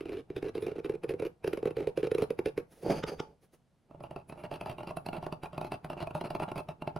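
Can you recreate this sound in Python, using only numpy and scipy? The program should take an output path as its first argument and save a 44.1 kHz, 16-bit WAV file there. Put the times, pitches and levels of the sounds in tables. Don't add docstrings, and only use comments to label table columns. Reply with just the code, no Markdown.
import sys
import numpy as np
from scipy import signal
from scipy.fft import rfft, irfft
from scipy.io import wavfile
from scipy.ndimage import uniform_filter1d

SR = 44100
rng = np.random.default_rng(int(sys.argv[2]) if len(sys.argv) > 2 else 0)


def int16_out(signal):
    q = np.round(np.clip(np.atleast_2d(signal).T, -1, 1) * 32767)
    wavfile.write(sys.argv[1], SR, q.astype(np.int16))


N = 308259
T = np.arange(N) / SR
LENGTH = 8192
AGE = np.arange(LENGTH) / SR
LEAD_S = 0.02
SINCE = AGE - LEAD_S
TURNED_S = 3.5
MIDDLING_CRACK_DB, MIDDLING_KNOCK_DB = -48, -31


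def undb(db):
    return 10 ** (np.asarray(db) / 20)


def unit(x):
    return x / np.sqrt(np.mean(x ** 2) + 1e-20)


def crest(x, size=133):
    window = np.hanning(size)
    power = np.convolve(x ** 2, window / window.sum())
    return x / np.sqrt(power.max() + 1e-20)


def gains(points, count):
    hz, db = np.transpose(points)
    bins_hz = np.fft.rfftfreq(count, 1 / SR) + 1
    return undb(np.interp(np.log(bins_hz), np.log(hz), db))


def colour(x, points):
    count = x.shape[-1]
    return irfft(rfft(x) * gains(points, count), count)


def response(points):
    cepstrum = irfft(np.log(gains(points, LENGTH)))
    cepstrum[1:LENGTH // 2] *= 2
    cepstrum[LENGTH // 2 + 1:] = 0
    return unit(irfft(np.exp(rfft(cepstrum))))


def ring(modes, alternate=False):
    total = np.zeros(LENGTH)
    for k, (hz, width_hz, db) in enumerate(modes):
        sign = (-1) ** k if alternate else 1
        decay = np.exp(-np.pi * width_hz * AGE)
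        total += sign * undb(db) * width_hz * decay * np.sin(2 * np.pi * hz * AGE)
    return unit(total)


def through(x, impulse):
    return signal.fftconvolve(x, impulse)[:len(x)]


def grit(count, rate, spread_db):
    chance = rng.random(count)
    size = np.clip(rng.standard_normal(count), -2, 2)
    return (chance < rate / SR) * undb(spread_db * size) * rng.choice([-1, 1], count)


def stereo_grit(rate, spread_db):
    return np.array([grit(N, rate, spread_db) for _ in range(2)])


def scatter(fade_s, size=1024):
    taps = rng.standard_normal(size) * np.exp(-AGE[:size] / fade_s)
    return taps / np.sqrt(np.sum(taps ** 2))


def contact(body, share, fade_s):
    return body + share * through(body, scatter(fade_s))


def add(track, x, s):
    start = int(round((s - LEAD_S) * SR))
    a, b = max(start, 0), min(start + len(x), N)
    pair = np.array([x, through(x, scatter(fade_s=0.0013))])
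    track[:, a:b] += pair[:, a - start:b - start]


def brighten(x, db):
    return colour(x, [(2600, 0), (4600, db)])


def fracture(build_s, fade_s, rate):
    envelope = np.exp(np.minimum(SINCE / build_s, -SINCE / fade_s))
    return grit(LENGTH, rate, spread_db=3.5) * envelope


def release(delay_s, rebound_db, rebound_s):
    after = np.maximum(SINCE - delay_s, 0)
    rattle = grit(LENGTH, rate=770, spread_db=5) * np.exp(-after / rebound_s) * (after > 0)
    force = undb(rebound_db) * rattle
    force[np.argmin(abs(SINCE - delay_s))] += 1
    return force


def swell(s, rise_s, fall_s):
    return np.exp(np.maximum(np.minimum((T - s) / rise_s, (s - T) / fall_s), -30))


def strokes(rows):
    return sum(undb(db) * np.exp(-((T - s) / half) ** 2) for s, half, db in rows)


# time in seconds, pitch as a share of the listed modes.
TRAVEL = [(0, 0.9), (.6, 0.98), (1.2, 1.03), (2.2, 1.028), (2.6, 1.02), (3.9, 0.944), (5.0, 0.996),
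          (6.0, 0.98), (6.99, 0.98)]
# frequency in Hz, level in dB.
BLADE = [(400, 6.5), (1000, 7.5), (1600, 5.5), (2000, -1.5), (2400, 5), (3000, -3), (3450, -6),
         (4000, -11.5), (5200, -16), (6800, -21), (8400, -19), (10400, -21), (12300, -20), (15500, -27)]
TREBLE_DB, TREBLE_PER_DB = 3.5, 0.38
TREBLE_SCATTER_DB = 2


def carve(chips, modes, shank, shank_db, delay_s, build_s, bite_db,
          knock_trim_db, crack_trim_db, grind_db, hiss_db):
    out, coat = np.zeros((2, N)), response(BLADE)
    for s, knock_db, crack_db, skid_db, length_s in chips:
        treble_db = TREBLE_DB + TREBLE_PER_DB * (crack_db - MIDDLING_CRACK_DB)
        treble_db += TREBLE_SCATTER_DB * rng.uniform(-0.92, 1)
        pitch = np.interp(s, *np.transpose(TRAVEL))
        block = ring([(hz * pitch, width, db) for hz, width, db in modes], alternate=True)
        steel = ring([(hz * (1 + 0.03 * rng.standard_normal()), width, db) for hz, width, db in shank])
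        edge = contact(coat + undb(shank_db) * steel, share=0.43, fade_s=0.0017)
        edge = brighten(edge, treble_db)

        force = release(delay_s, rebound_db=-13.5, rebound_s=0.0072)
        thud = crest(through(force, contact(block, share=0.34, fade_s=0.0027)))
        snap = crest(through(fracture(build_s, fade_s=0.0035, rate=12000), edge))
        bite = crest(through(fracture(build_s=0.0064, fade_s=0.005, rate=13000), edge))

        stall = np.exp(-np.clip(SINCE / (1.11 * length_s), 0, 10) ** 4.4)
        skid = np.clip(SINCE / 0.0081, 0, 1) * stall
        slips = grit(LENGTH, rate=900, spread_db=3) * skid
        powder = grit(LENGTH, rate=7900, spread_db=3.5) * skid
        skid_rms = np.sqrt(np.mean(skid ** 2))
        grind = skid_rms * unit(through(slips, block))
        hiss = skid_rms * unit(through(unit(slips) + 0.81 * unit(powder), edge))

        knock = undb(knock_db + knock_trim_db) * thud
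        crack = undb(crack_db + crack_trim_db) * (snap + undb(bite_db) * bite)
        scrape = undb(skid_db) * (undb(grind_db) * grind + undb(hiss_db) * hiss)
        add(out, knock + crack + scrape, s)
    return out


# time in seconds, knock in dB,
# crack in dB, following skid in dB, nominal skid length in seconds.
CHIPS = [(0.008, -32, -49, -55.5, 0.03), (0.0567, -33, -52, -52.5, 0.041),
         (0.094, -32.5, -47, -50.5, 0.025), (0.1203, -32.5, -52, -45, 0.025),
         (0.15, -36, -55, -50.5, 0.019), (0.1714, -33.5, -51.5, -50.5, 0.034),
         (0.3026, -30.5, -54, -63.5, 0.062), (0.3646, -28.5, -44, -46.5, 0.025),
         (0.427, -27, -47, -56, 0.026), (0.444, -31, -54, -46, 0.026), (0.4627, -32.5, -60, -49, 0.027),
         (0.4845, -37, -49, -44, 0.014), (0.5526, -27.5, -42.5, -45.5, 0.022),
         (0.5793, -28.5, -49, -54, 0.033), (0.624, -28, -45.5, -46.5, 0.031),
         (0.6664, -26, -46.5, -46.5, 0.025), (0.6836, -30.5, -61, -53, 0.038),
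         (0.7165, -34, -54, -59.0, 0.033), (0.7564, -35, -65, -50, 0.019),
         (0.783, -29.5, -58, -45.5, 0.017), (0.8465, -29, -46, -47.0, 0.022), (0.859, -33, -48, -57, 0.028),
         (0.896, -23.0, -47, -51, 0.031), (0.9388, -31, -58, -52.5, 0.017), (0.953, -33, -53, -73, 0.029),
         (1.036, -32, -44, -48.5, 0.017), (1.042, -26.5, -48, -72, 0.046),
         (1.093, -27.0, -42, -43.5, 0.028), (1.1066, -29.0, -49, -57, 0.021),
         (1.139, -26.5, -57, -74, 0.024), (1.1983, -28.5, -45, -60, 0.024),
         (1.2226, -25.0, -47.0, -47, 0.023), (1.2514, -29.5, -46.5, -42.5, 0.023),
         (1.4443, -25, -41.0, -49, 0.044), (1.4765, -22.5, -39.5, -56, 0.043),
         (1.5324, -23.5, -40.5, -49.5, 0.024), (1.574, -28.0, -44.5, -54, 0.027),
         (1.629, -25, -51, -59, 0.047), (1.656, -20.5, -41.5, -44, 0.025),
         (1.6746, -25.5, -47, -54.0, 0.024), (1.708, -30.5, -50, -67, 0.022),
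         (1.7688, -26.5, -44.0, -55, 0.024), (1.784, -27, -54, -46, 0.027),
         (1.8053, -26.5, -48.5, -59, 0.025), (1.8202, -32, -60.0, -50, 0.035),
         (1.8728, -21, -48.5, -47, 0.026), (1.975, -20.5, -41.5, -47, 0.034),
         (2.0308, -20.5, -46.0, -40.5, 0.027), (2.0705, -26, -45.0, -67, 0.018),
         (2.116, -20.5, -41.5, -67, 0.016), (2.149, -21, -41.5, -65, 0.018),
         (2.183, -23, -39.5, -44, 0.035), (2.222, -20, -40.0, -41.0, 0.022),
         (2.305, -23.0, -43, -55, 0.019), (2.3908, -22.5, -41.5, -71, 0.019),
         (2.4594, -21.5, -40.5, -41.5, 0.031), (2.5773, -22.5, -41, -46, 0.025),
         (3.91, -46.5, -65, -77, 0.02), (3.946, -45, -70, -72, 0.016), (4.0055, -41, -59, -71, 0.011),
         (4.0377, -37.5, -51, -59.5, 0.031), (4.1103, -38.5, -53, -63.0, 0.032),
         (4.1616, -34, -48, -61, 0.049), (4.297, -41, -48.5, -60.5, 0.031), (4.324, -39, -50, -66, 0.059),
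         (4.3757, -43.0, -61.0, -58, 0.051), (4.4377, -36, -47.5, -48, 0.025),
         (4.514, -33.0, -44, -47.5, 0.03), (4.5397, -46, -42, -52.5, 0.029),
         (4.558, -62, -49, -60.0, 0.021), (4.6116, -34, -39, -52.5, 0.03), (4.66, -33, -42.5, -49.5, 0.031),
         (4.6973, -35, -41, -49.5, 0.03), (4.715, -44, -50.0, -59.5, 0.034),
         (4.783, -37.5, -46.5, -53, 0.031), (4.806, -38, -48, -68, 0.023), (4.8323, -38, -48.5, -60, 0.024),
         (4.873, -34, -43, -49.5, 0.036), (4.908, -34, -47.5, -66, 0.017), (4.9697, -31, -43, -55.5, 0.021),
         (5.063, -33, -37.5, -59, 0.029), (5.087, -31.5, -40.5, -61, 0.0098),
         (5.1307, -32.5, -41.5, -47.5, 0.028), (5.157, -40, -51.0, -46.5, 0.025),
         (5.182, -35, -53.0, -68, 0.045), (5.2272, -34, -45, -51, 0.022),
         (5.2654, -29.0, -42.5, -65, 0.025), (5.325, -30, -39.5, -54.5, 0.021),
         (5.4338, -34.5, -43, -48.5, 0.026), (5.458, -42, -46, -56, 0.018),
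         (5.5307, -40.0, -50, -56.5, 0.038), (5.5795, -29, -41.0, -66.5, 0.019),
         (5.6128, -29.5, -45, -50.5, 0.023), (5.6465, -32.5, -44.5, -53.5, 0.034),
         (5.7197, -28, -37.5, -48, 0.024), (5.741, -39, -43.5, -51.5, 0.018),
         (5.846, -35, -41, -51.5, 0.022), (5.9007, -31.5, -42.5, -51.5, 0.026),
         (5.932, -39, -44, -69, 0.021), (5.967, -38, -66, -51.0, 0.041),
         (6.004, -34.5, -43.5, -45.5, 0.032), (6.0262, -34, -44, -57, 0.019),
         (6.072, -33, -40.5, -74, 0.016), (6.1084, -36.5, -46.5, -72, 0.026),
         (6.1502, -29, -40, -48.5, 0.035), (6.2116, -31.5, -39.5, -59, 0.019),
         (6.2407, -33, -51, -45.5, 0.032), (6.305, -31, -42.0, -55, 0.034),
         (6.3507, -28.5, -39.0, -47.5, 0.019), (6.399, -30, -41.5, -51.0, 0.038),
         (6.421, -28, -46, -40.5, 0.019), (6.48, -36.5, -55, -49.5, 0.023), (6.5167, -32, -43, -68, 0.021),
         (6.558, -33.0, -48, -46, 0.023), (6.5802, -35, -39.5, -44.5, 0.028),
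         (6.688, -33.5, -44.5, -52.5, 0.03), (6.8214, -31.5, -43.5, -62, 0.011),
         (6.8747, -26.5, -40.5, -57.5, 0.033), (6.9623, -28.5, -45.5, -49.5, 0.015)]
# frequency in Hz, width in Hz, level in dB.
BLOCK_ALONG = [(148, 40, -13), (320.3, 112, -6), (421.6, 95.3, 1), (496, 106, -5), (680, 256, -23),
               (946, 74, -35), (1510, 1500, -39)]
BLOCK_ACROSS = [(160.2, 40, 6), (377, 62, 3), (617.5, 41, 7), (714.5, 101, 2.5), (883.5, 80, 0.5),
                (1045, 148, -5), (1415, 79, -11)]
# frequency in Hz, width in Hz, level in dB.
SHANK_ALONG = [(2390, 180, 1.5), (2630, 89, 5), (3780, 240, -8), (4840, 760, -19), (10380, 500, -13)]
SHANK_ACROSS = [(2696, 96, 10), (3950, 250, -10.5), (4580, 220, -12.5), (10340, 750, -17)]


def graver():
    first = carve([c for c in CHIPS if c[0] < TURNED_S], BLOCK_ALONG, SHANK_ALONG, shank_db=-5,
                  delay_s=-0.00017, build_s=0.0015, bite_db=-10.5,
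                  knock_trim_db=0.0, crack_trim_db=1.0, grind_db=9, hiss_db=-8)
    second = carve([c for c in CHIPS if c[0] >= TURNED_S], BLOCK_ACROSS, SHANK_ACROSS, shank_db=-4,
                   delay_s=-0.00036, build_s=0.0012, bite_db=-12.5,
                   knock_trim_db=0.5, crack_trim_db=-0.5, grind_db=7, hiss_db=-2.5)
    return first + second


def ebb(power, fade_s):
    return signal.lfilter([1], [1, -np.exp(-2 / (fade_s * SR))], power + 1e-18)


def effort(db, rise_s, fall_s):
    power = np.zeros(N)
    power[[int(c[0] * SR) for c in CHIPS]] = undb(db) ** 2
    return np.sqrt(ebb(power, fall_s) + ebb(power[::-1], rise_s)[::-1])


PRESS_S, RELAX_S, RUB_FADE_S = 0.02, 0.053, 0.04
HAND_ALONG_DB, HAND_ACROSS_DB = -55, -50
RUB_ALONG_DB, RUB_ACROSS_DB = -66, -58
HAND_PER_DB = 0.52
HEAVE_S, HEAVE_FADE_S, HEAVE_DB = 2.985, 0.032, -42


def bearing():
    s, knock_db = np.transpose(CHIPS)[:2]
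    push_db = HAND_PER_DB * (knock_db - MIDDLING_KNOCK_DB)
    rumble = colour(rng.standard_normal((2, N)), [(20, -7), (40, -14.5), (90, -1), (155, 1), (230, -8.0),
                                                  (400, -9.0), (900, -20.5), (3000, -70)])
    body = ring(BLOCK_ACROSS, alternate=True) + 0.34 * response(BLADE)
    rub = np.array([through(x, body) for x in stereo_grit(rate=1900, spread_db=4.0)])
    along = s < TURNED_S
    hand = effort(push_db + np.where(along, HAND_ALONG_DB, HAND_ACROSS_DB), PRESS_S, RELAX_S)
    heave = undb(HEAVE_DB) * swell(HEAVE_S, HEAVE_FADE_S, HEAVE_FADE_S)
    rubbing = effort(push_db + np.where(along, RUB_ALONG_DB, RUB_ACROSS_DB), PRESS_S, RUB_FADE_S)
    return unit(rumble) * (hand + heave) + unit(rub) * rubbing


# middle in seconds, half length in seconds, level in dB.
GLIDES = [(0.624, 0.02, -64), (4.035, 0.0094, -68), (4.296, 0.013, -62), (4.402, 0.033, -73.5),
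          (4.971, 0.0049, -51.5)]
# frequency in Hz, level in dB.
GLIDE_HISS = [(3000, -13), (6500, -14), (8500, -16), (10400, 8), (12500, -15), (15500, -13)]


def gliding():
    hiss = unit(colour(stereo_grit(rate=16000, spread_db=1), GLIDE_HISS))
    return strokes(GLIDES) * hiss


# middle in seconds, half length in seconds, level in dB.
BRUSHES = [(2.726, 0.015, -61), (2.785, 0.073, -61.5), (2.833, 0.011, -56), (3.439, 0.022, -64.5),
           (3.543, .016, -60.5)]
# frequency in Hz, level in dB.
SKIN = [(100, 10), (500, 13.5), (1000, -1.5), (2000, -3), (4000, -9.5), (6300, -8.5), (7600, -17),
        (10300, -3), (13000, -14.5), (15500, -13.5)]


def fingers():
    airy = unit(colour(stereo_grit(rate=60000, spread_db=2), SKIN))
    return strokes(BRUSHES) * airy


# middle in seconds, half length in seconds, rumble in dB, hiss in dB.
SWIVEL = [(2.869, 0.031, -32.5, -49.5), (2.915, 0.024, -25.5, -38), (2.976, .026, -34, -42.5),
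          (3.086, 0.015, -35, -38), (3.128, 0.017, -36.5, -51.5), (3.205, 0.055, -52, -61.5),
          (3.307, 0.04, -58, -76)]
# time in seconds, thud in dB, click in dB.
TURN_KNOCKS = [(2.8628, -24, -52.5), (2.8971, -21, -61.5), (2.9062, -24.5, -37), (2.9163, -25, -50.5),
               (3.0387, -26, -33.5), (3.2023, -26.5, -35.5)]
# frequency in Hz, level in dB.
BASE = [(30, -21), (90, -6.5), (160, 9.5), (230, 1.5), (320, 7.5), (440, 10), (600, 2.5), (820, -2),
        (1100, -17), (1500, -35.5), (2500, -44)]
BRASS = [(600, -20), (1100, 2.5), (1400, 4), (1900, -2.5), (2400, 1), (3200, -4.5), (4100, -16),
         (4800, 1.5), (5400, -12.5), (6300, -11.5), (7600, -23.5), (10300, -10.5), (13000, -24.5),
         (15500, -45)]
# frequency in Hz, level in dB.
TAP = [(500, -0.5), (1100, 1), (1500, 1.5), (2700, -6.5), (3700, -5), (4200, -22.5), (4900, -11),
       (6200, -18), (7600, -27), (10300, -35), (15500, -41)]
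# frequency in Hz, width in Hz, level in dB.
BOWL = [(4940, 17, -6), (4630, 45, 8), (5124, 9.8, -16.5), (5030, 8.5, -32), (6089, 12, -8.5),
        (6220, 13, 3.5), (15330, 7.7, -4.5)]
VISE_BODY = [(159, 18, -2), (870, 8.7, 2), (933, 11.9, 2)]


def vise():
    middle, half, rumble_db, hiss_db = np.transpose(SWIVEL)
    shoves = np.exp(-np.minimum(abs(T - middle[:, None]) / half[:, None], 10) ** 1.9)
    base, brass = response(BASE), response(BRASS) + 0.31 * ring(BOWL)
    judder = undb(1.7 * unit(uniform_filter1d(rng.standard_normal(N), size=300)))
    out = np.zeros((2, N))
    for db, body in ((rumble_db - 2.0, base), (hiss_db - 4.5, brass)):
        drive = unit(judder) * (undb(db) @ shoves)
        body_unit = body / np.sqrt(np.sum(body ** 2))
        out += [through(unit(x) * drive, body_unit) for x in stereo_grit(rate=3800, spread_db=1.5)]

    struck = base + 0.33 * ring(BLOCK_ALONG, alternate=True)
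    for s, thud_db, click_db in TURN_KNOCKS:
        thud = crest(through(release(delay_s=0.00033, rebound_db=-1, rebound_s=0.0027), struck))
        click = crest(through(fracture(build_s=0.0052, fade_s=0.0029, rate=8800), response(TAP)))
        after_ring = crest(np.roll(ring(VISE_BODY), int(LEAD_S * SR)) * (SINCE > 0))
        add(out, undb(thud_db) * (thud + undb(-20.0) * after_ring) + undb(click_db) * click, s)
    return out


# time in seconds, level in dB.
THUMPS = [(2.89, -44), (3.065, -47), (3.18, -47.5), (3.29, -62)]
# frequency in Hz, level in dB.
THUMP_COLOUR = [(20, -5.5), (55, 3.5), (85, -5), (140, -22), (400, -57)]


def bench():
    thumps = sum(undb(db) * swell(s, rise_s=0.012, fall_s=0.024) for s, db in THUMPS)
    return thumps * unit(colour(rng.standard_normal((2, N)), THUMP_COLOUR))


def echoes(x, points, t60, onset_s):
    tail = rng.standard_normal(2 * LENGTH)
    age = T[:len(tail)]
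    tail *= np.exp(-np.log(1000) * age / t60) * np.clip(age / onset_s, 0, 1) ** 2
    return colour(through(x, tail / np.sqrt(np.sum(tail ** 2))), points)


# frequency in Hz, level in dB.
BENCH_RETURN = [(60, -22), (300, -29.5), (650, -12.5), (1200, -22), (2500, -17.5), (5000, -13.5),
                (14000, -8)]
WALL_RETURN = [(60, -32.5), (160, -15.5), (400, -18), (900, -4), (2500, -14.5), (6000, -11.5), (14000, -10)]
# frequency in Hz, difference in dB.
BALANCE_LR = [(100, 0.5), (200, -1.5), (380, -2.5), (700, -3.5), (1290, -0.5), (4400, -0.5)]
# frequency in Hz, level in dB.
AIR = [(25, -10), (60, -4), (115, -4), (155, 1.5), (330, -13), (620, -14.5), (1000, -20.5), (1700, -26.5),
       (4000, -31.5), (7000, -37), (11000, -36.5), (15500, -60)]
AIR_DB = -70.5


def scene():
    work, glancing = graver() + bearing() + gliding() + fingers() + vise() + bench()
    spread = colour(glancing, BENCH_RETURN)
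    air = rng.standard_normal(N)
    channels = []
    for side in (1, -1):
        direct = colour(work, [(hz, side * db / 2) for hz, db in BALANCE_LR])
        still = unit(colour(air + 0.5 * rng.standard_normal(N), AIR))
        room = echoes(work, WALL_RETURN, t60=0.2, onset_s=0.01)
        channels.append(direct + side * spread + room + undb(AIR_DB) * still)
    return np.array(channels)


def record(dry):
    return signal.sosfilt(signal.ellip(10, 0.2, 80, 15800, fs=SR, output="sos"), dry)


dry = scene()
out = record(dry)
int16_out(out)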